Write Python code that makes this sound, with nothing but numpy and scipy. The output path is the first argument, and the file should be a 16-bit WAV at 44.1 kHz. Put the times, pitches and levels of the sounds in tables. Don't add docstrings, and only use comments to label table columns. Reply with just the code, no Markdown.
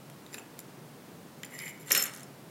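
import sys
import numpy as np
from scipy import signal
from scipy.fft import rfft, irfft
from scipy.io import wavfile
from scipy.ndimage import uniform_filter1d

SR = 44100
rng = np.random.default_rng(int(sys.argv[2]) if len(sys.argv) > 2 else 0)


def bounce(signal):
    frames = np.transpose(np.atleast_2d(signal))
    limited = np.clip(frames, -1, 1)
    pcm = np.round(limited * 32767).astype(np.int16)
    wavfile.write(sys.argv[1], SR, pcm)


def magnitude_from_level(level_db):
    exponent = np.asarray(level_db, float) / 20
    return 10 ** exponent


N = 110250

# (time [s], crack [dB], desk knock [dB], middle modes [dB], high modes [dB])
BOUNCES = [(1.8945, -33, -52, -41, -52), (1.9025, -26, -61, -48, -37), (1.9066, -9.5, -43, -45, -42),
           (1.9095, -22, -22.5, -32, -32), (1.9125, -29, -20.5, -38, -43), (1.9187, -5.5, -24, -19, -13.5),
           (1.9278, -23, -63, -22, -26), (1.9344, -41, -46, -39, -45), (1.9495, -2, -22.5, -23, -22.5),
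           (1.9525, -14, -28, -26, -28.5), (1.96, -22, -25, -35, -35), (1.9739, -18, -51, -49, -20),
           (1.9765, -25, -42, -23, -33), (1.9864, -32, -47, -29, -44), (1.9964, -22, -27, -54, -31),
           (2.0014, -47, -39, -49, -32), (2.0184, -40, -36, -58, -29), (2.0248, -13, -47, -23, -26),
           (2.0374, -28, -37, -30, -29), (2.0424, -29, -36, -39, -32), (2.0554, -24, -34, -43, -34),
           (2.0634, -30, -50, -34.5, -39), (2.1475, -58, -56, -53, -53), (2.2318, -30, -56, -45.5, -56),
           (2.243, -46, -62, -54, -64)]
# (crack [dB], desk knock [dB], middle modes [dB], high modes [dB])
BOUNCE_TRIMS = (-8.5, 0.5, 5, 5)
# (frequency [Hz], width [Hz], level [dB])
DESK = [(556, 170, -16.5), (1330, 210, -6), (1660, 200, -3), (1957, 170, 0), (2283, 180, 1),
        (2736, 316, 5.5), (3590, 220, -8.5), (4220, 240, 1.5)]
# (frequency [Hz], width [Hz], level [dB])
TOOL_MID = [(5820, 240, -1), (6870, 200, -1), (6460, 72, -7.5), (7223, 270, 8), (7410, 160, -1),
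            (8980, 97, -10.5)]
# (frequency [Hz], width [Hz], level [dB])
TOOL_HIGH = [(9800, 540, -11), (10330, 150, -3), (11760, 220, -4.5), (13300, 330, -11.5), (12930, 81, 0)]


def screwdriver_bounces():
    return contacts(BOUNCES, BOUNCE_TRIMS, (DESK, TOOL_MID, TOOL_HIGH))


# (time [s], level [dB], mode frequency [Hz], mode width
# [Hz])
KNOCKS = [(.343, -42.5, 432, 202), (0.3433, -35, 2600, 250), (0.3821, -37.5, 2630, 200),
          (.382, -45.5, 816, 300), (0.591, -35.5, 5560, 700), (1.4352, -36, 3200, 300),
          (1.4365, -38.5, 2030, 150), (1.9094, -33.5, 340, 183), (1.9182, -12, 5730, 310),
          (1.9269, -19, 6000, 400), (1.9511, -22.5, 2730, 200), (1.9505, -34.5, 3630, 60),
          (2.039, -28, 6740, 300), (2.147, -38, 10640, 150), (2.1468, -44, 11800, 250),
          (1.9118, -23.5, 1930, 222), (1.92, -24, 10350, 170), (1.951, -28, 10300, 150),
          (1.96, -30, 10400, 200), (2.056, -31, 10370, 200), (2.232, -41, 10300, 170),
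          (1.928, -17.5, 7330, 260), (1.977, -23, 7280, 220), (2.025, -19, 7220, 240)]


def single_mode_knocks():
    out = np.zeros(N)
    for start_s, db, hz, width in KNOCKS:
        ring = magnitude_from_level(db) * modal_ring([(hz, width, 0)])
        out[round(start_s * SR):][:len(ring)] += ring
    return out


# (start [s], rise [s], length [s], level [dB])
SHAFT_RINGS = [(1.897, .012, .022, -41), (1.9195, .001, .011, -24), (1.929, .002, .021, -33),
               (1.9495, .002, .028, -29.5), (1.9745, .006, .072, -26), (2.044, .004, .022, -52),
               (2.066, .008, .04, -47), (2.11, .01, .045, -55), (2.158, .008, .04, -58),
               (2.232, .001, .014, -51), (2.258, .008, .024, -66)]


def shaft_ring():
    mode_hz, fall_db_per_s, stop_s = 5336, 250, 0.006
    flutter_db, flutter_s = 1.5, 0.006
    t = np.arange(N) / SR
    level = np.zeros(N)
    for start_s, rise_s, length_s, db in SHAFT_RINGS:
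        age = t - start_s
        gate = np.clip(age / rise_s, 0, 1) * np.clip((length_s - age) / stop_s, 0, 1)
        level += gate * magnitude_from_level(db - fall_db_per_s * np.clip(age - rise_s, 0, 1))
    flutter = evened(uniform_filter1d(rng.standard_normal(N), int(flutter_s * SR)))
    return level * magnitude_from_level(flutter_db * flutter) * np.sin(2 * np.pi * mode_hz * t)


# (time [s], level [dB])
SKID = [
    (1.878, -51),
    (1.888, -48.5),
    (1.911, -47),
    (1.955, -34),
    (2.0, -41),
    (2.06, -49),
    (2.12, -56.5),
    (2.229, -64),
]


def screwdriver_skid():
    time_s, db = np.transpose(SKID)
    pressure = magnitude_from_level(np.interp(np.arange(N) / SR, time_s, db, -150, -150))
    return stick_slip([
        (modal_ring(DESK), pressure),
        (modal_ring(TOOL_MID), pressure * magnitude_from_level(-1.5)),
        (modal_ring(TOOL_HIGH), pressure * magnitude_from_level(-16)),
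        (crack(3100, 0.0003), pressure * magnitude_from_level(4.5)),
    ])


# (time [s], level [dB])
ROCKS = [
    (2.1376, -25),
    (2.1516, -26.5),
    (2.163, -27),
    (2.1747, -28),
    (2.1847, -37),
    (2.1968, -33),
    (2.2072, -30),
]
# (frequency [Hz], width [Hz], level [dB])
ROCK_MODES = [(6500, 570, 1), (7300, 500, -2), (14700, 900, -2)]


def screwdriver_rocking():
    out = np.zeros(N)
    for start_s, db in ROCKS:
        tick = crack(6000, 0.00012)
        ring = modal_ring(ROCK_MODES, 0.3)[:len(tick)]
        tick = magnitude_from_level(db) * (tick + magnitude_from_level(-10) * ring)
        out[round(start_s * SR):][:len(tick)] += tick
    return out


# (time [s], crack [dB], hollow low body [dB], middle modes [dB], high modes [dB])
CARD_TAPS = [(0.0995, -27.5, -57, -64, -63), (0.264, -34, -43, -55, -69), (0.3295, -40, -45, -46, -58),
             (0.3352, -40, -54, -46, -52), (0.3430, -30, -37, -37, -42), (0.3470, -38, -38, -57, -56),
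             (0.3535, -42, -57, -50, -54), (0.3818, -28, -42, -50, -64), (0.3858, -34, -44, -46, -54),
             (0.3955, -36, -62, -52, -48), (0.5910, -14.5, -48, -50, -37), (0.6005, -33, -67, -56, -58),
             (0.6025, -38, -67, -51, -45), (0.6124, -44, -72, -70, -59), (1.4329, -23, -35, -39.5, -42.5),
             (1.4472, -36, -41.5, -45, -50), (1.4506, -42, -58, -45.5, -40.5), (1.4618, -34, -57, -48, -60),
             (1.5901, -25, -37.5, -39, -42), (1.6004, -31, -43, -45, -49), (1.6235, -29, -60, -56, -45),
             (1.6798, -29, -47, -43, -56), (1.776, -34, -62, -62, -60)]
# (crack [dB], low body [dB], middle modes [dB], high modes [dB])
TAP_TRIMS = (-9, 2.5, 6.5, 9.5)
# (frequency [Hz], width [Hz], level [dB])
CARD_LOW = [(1670, 260, -5), (2160, 360, -1.5), (2600, 610, 1.5), (3400, 540, -4), (3810, 520, -2)]
# (frequency [Hz], width [Hz], level [dB])
CARD_MID = [(4940, 770, -1), (6000, 300, -21), (7200, 126, -6)]
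# (frequency [Hz], width [Hz], level [dB])
CARD_HIGH = [(9450, 220, -13), (9960, 700, 9), (12160, 310, -15), (12950, 310, -1), (14700, 300, -1)]


def card_taps():
    return contacts(CARD_TAPS, TAP_TRIMS, (CARD_LOW, CARD_MID, CARD_HIGH))


# (start [s], rise [s], length [s], edge pressure [dB], flat contact [dB], air gap pitch [Hz])
SLIDES = [
    (0.313, 0.022, 0.051, -48, -58, 2010),
    (0.359, .015, 0.053, -51.5, -74, 2000),
    (0.587, .004, 0.016, -48, -80, 2000),
    (1.495, 0.044, 0.095, -50, -51, 1970),
    (1.575, 0.0097, 0.099, -49, -47, 2060),
    (1.647, 0.034, 0.071, -45, -43.5, 2096),
    (1.721, 0.0035, 0.05, -67, -62, 2080),
    (1.74, 0.024, 0.12, -80, -61.5, 2080),
    (1.794, 0.011, 0.048, -52.5, -70, 2050),
    (1.857, 0.013, 0.033, -45.5, -51, 1970),
]
# (ratio to stroke pitch, width [Hz], level [dB])
AIR_GAP = [(1, 85, 0), (1.07, 70, -1)]
# (frequency [Hz], width [Hz], level [dB])
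RUB_LOW = [(2940, 74, -7), (3640, 200, -14)]
# (frequency [Hz], width [Hz], level [dB])
RUB_MID = [(4400, 500, -4), (4980, 400, -5), (5980, 220, -5), (7320, 150, 3)]
# (frequency [Hz], width [Hz], level [dB])
RUB_HIGH = [(9500, 140, 0), (10200, 170, 1), (11600, 300, -9), (12950, 150, 0), (14700, 300, -9)]


def card_slides():
    release_s = 0.029
    t = np.arange(N) / SR
    edge, flat, gaps = np.zeros(N), np.zeros(N), []
    for start_s, rise_s, length_s, edge_db, flat_db, gap_hz in SLIDES:
        attack = np.clip((t - start_s) / rise_s, 0, 1)
        gate = attack * np.clip((start_s + length_s - t) / release_s, 0, 1)
        edge += magnitude_from_level(edge_db) * gate
        flat += magnitude_from_level(flat_db) * gate
        gap_modes = [(gap_hz * ratio, width, db) for ratio, width, db in AIR_GAP]
        gaps.append((modal_ring(gap_modes), magnitude_from_level(flat_db) * gate))
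    scrape = stick_slip([
        (modal_ring(RUB_MID), edge * magnitude_from_level(-2.5)),
        (modal_ring(RUB_HIGH), edge * magnitude_from_level(-5)),
        (crack(3100, 0.00029), edge),
    ])
    return scrape + stick_slip(gaps + [(modal_ring(RUB_LOW), flat * magnitude_from_level(-13.5))])


def contacts(table, trims_db, mode_groups):
    out = np.zeros(N + SR)
    for start_s, crack_db, *ring_dbs in table:
        at = round(start_s * SR)
        tick = magnitude_from_level(crack_db + trims_db[0]) * crack(3100, 0.0011)
        out[at:at + len(tick)] += tick
        for db, trim_db, modes in zip(ring_dbs, trims_db[1:], mode_groups):
            ring = modal_ring(modes, 0.82)
            out[at:at + len(ring)] += magnitude_from_level(db + trim_db) * ring
    return out[:N]


def stick_slip(parts):
    slips_per_s, spread_db, clump_db, clump_s = 5000, 3.0, 3, 0.005
    clump = evened(uniform_filter1d(rng.standard_normal(N), int(clump_s * SR) + 1))
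    happens = rng.random(N) < slips_per_s / SR
    strength = magnitude_from_level(spread_db * np.minimum(rng.exponential(1, N), 3))
    sign = rng.choice([-1., 1.], N)
    slips = evened(happens * strength * sign * magnitude_from_level(clump_db * clump))
    return sum(signal.oaconvolve(slips * pressure, h / np.linalg.norm(h))[:N] for h, pressure in parts)


def modal_ring(modes, spread=0):
    contact_s = 0.00045
    t = np.arange(SR // 10) / SR
    ring = np.zeros(len(t))
    for hz, width, db in modes:
        strength = magnitude_from_level(db) * rng.uniform(1 - spread, 1 + spread)
        decay = np.exp(-np.pi * width * t)
        ring += strength * decay * np.sin(2 * np.pi * (hz * t + rng.random()))
    ring *= 1 - np.exp(-t / contact_s)
    return ring / abs(ring).max()


def crack(low_hz, decay_s):
    t = np.arange(SR // 50) / SR
    high_pass = signal.butter(2, low_hz, "high", fs=SR, output="sos")
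    burst = signal.sosfilt(high_pass, rng.standard_normal(len(t))) * np.exp(-t / decay_s)
    return burst / abs(burst).max()


def evened(x):
    return x / np.sqrt(np.mean(x ** 2) + 1e-20)


def read(points, hz):
    f, value = np.transpose(points)
    return np.interp(np.log(hz + 1), np.log(f + 1), value)


# (frequency [Hz], time to fall 60 dB [s])
ROOM_DECAY = [(300, 0.41), (1500, 0.65), (4000, 0.19), (9000, 0.17), (15000, 0.18)]
# (frequency [Hz], level [dB])
ROOM_TONE = [(300, 9), (1600, -5.5), (4000, -5.5), (7000, -4.5), (15000, -11)]
# (delay [s], level [dB])
ECHOES = [(.0016, -15), (.0043, -16)]


def room(x):
    taps = np.zeros(SR // 2)
    at = np.arange(300, len(taps) - 20, 20)
    taps[at + rng.integers(0, 20, len(at))] = rng.choice([-1., 1.], len(at))
    hz, t, bands = signal.stft(taps, SR, nperseg=256)
    decay = magnitude_from_level(-60 * t / read(ROOM_DECAY, hz)[:, None])
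    tail = signal.istft(bands * decay, SR, nperseg=256)[1]
    tail = magnitude_from_level(-5) * coloured(tail / np.linalg.norm(tail), ROOM_TONE)
    for k, (delay_s, db) in enumerate(ECHOES):
        tail[round(delay_s * SR)] += (-1) ** k * magnitude_from_level(db)
    return signal.fftconvolve(x, tail)[:N]


def coloured(x, tone):
    hz = np.fft.rfftfreq(len(x), 1 / SR)
    return irfft(rfft(x) * magnitude_from_level(read(tone, hz)), len(x))


# (frequency [Hz], level [dB])
FLOOR = [(30, -51), (97, -17.5), (150, 0), (450, -7.5), (800, -12.5), (2500, -22.5), (6000, -27),
         (16000, -29.5)]


def room_floor():
    hum_hz, hum_width_hz = 141.5, 40
    hz = np.fft.rfftfreq(N, 1 / SR)
    wash = evened(coloured(rng.standard_normal(N), FLOOR))
    resonance = 1 / (1 + ((hz - hum_hz) / (hum_width_hz / 2)) ** 2)
    hum = evened(irfft(rfft(rng.standard_normal(N)) * resonance, N))
    return magnitude_from_level(-50.5) * wash + magnitude_from_level(-59) * hum


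# (frequency [Hz], level [dB])
AIR = [(60, -28), (130, -2), (250, 0), (900, 7), (1300, 3), (13500, -2), (15500, -12)]


def scene():
    near = card_taps() + card_slides()
    near += screwdriver_bounces() + screwdriver_rocking() + screwdriver_skid() + single_mode_knocks()
    near = coloured(near + room(near), AIR)
    return (near + shaft_ring() + room_floor())[None]


def low_pass(x):
    return signal.sosfilt(signal.butter(12, 16830, fs=SR, output="sos"), x)


def record(dry):
    shelf = np.where(np.fft.rfftfreq(N, 1 / SR) > 15900, magnitude_from_level(-30), 1)
    mix = irfft(rfft(dry) * shelf, N)
    return low_pass(mix)


dry = scene()
out = record(dry)
bounce(out)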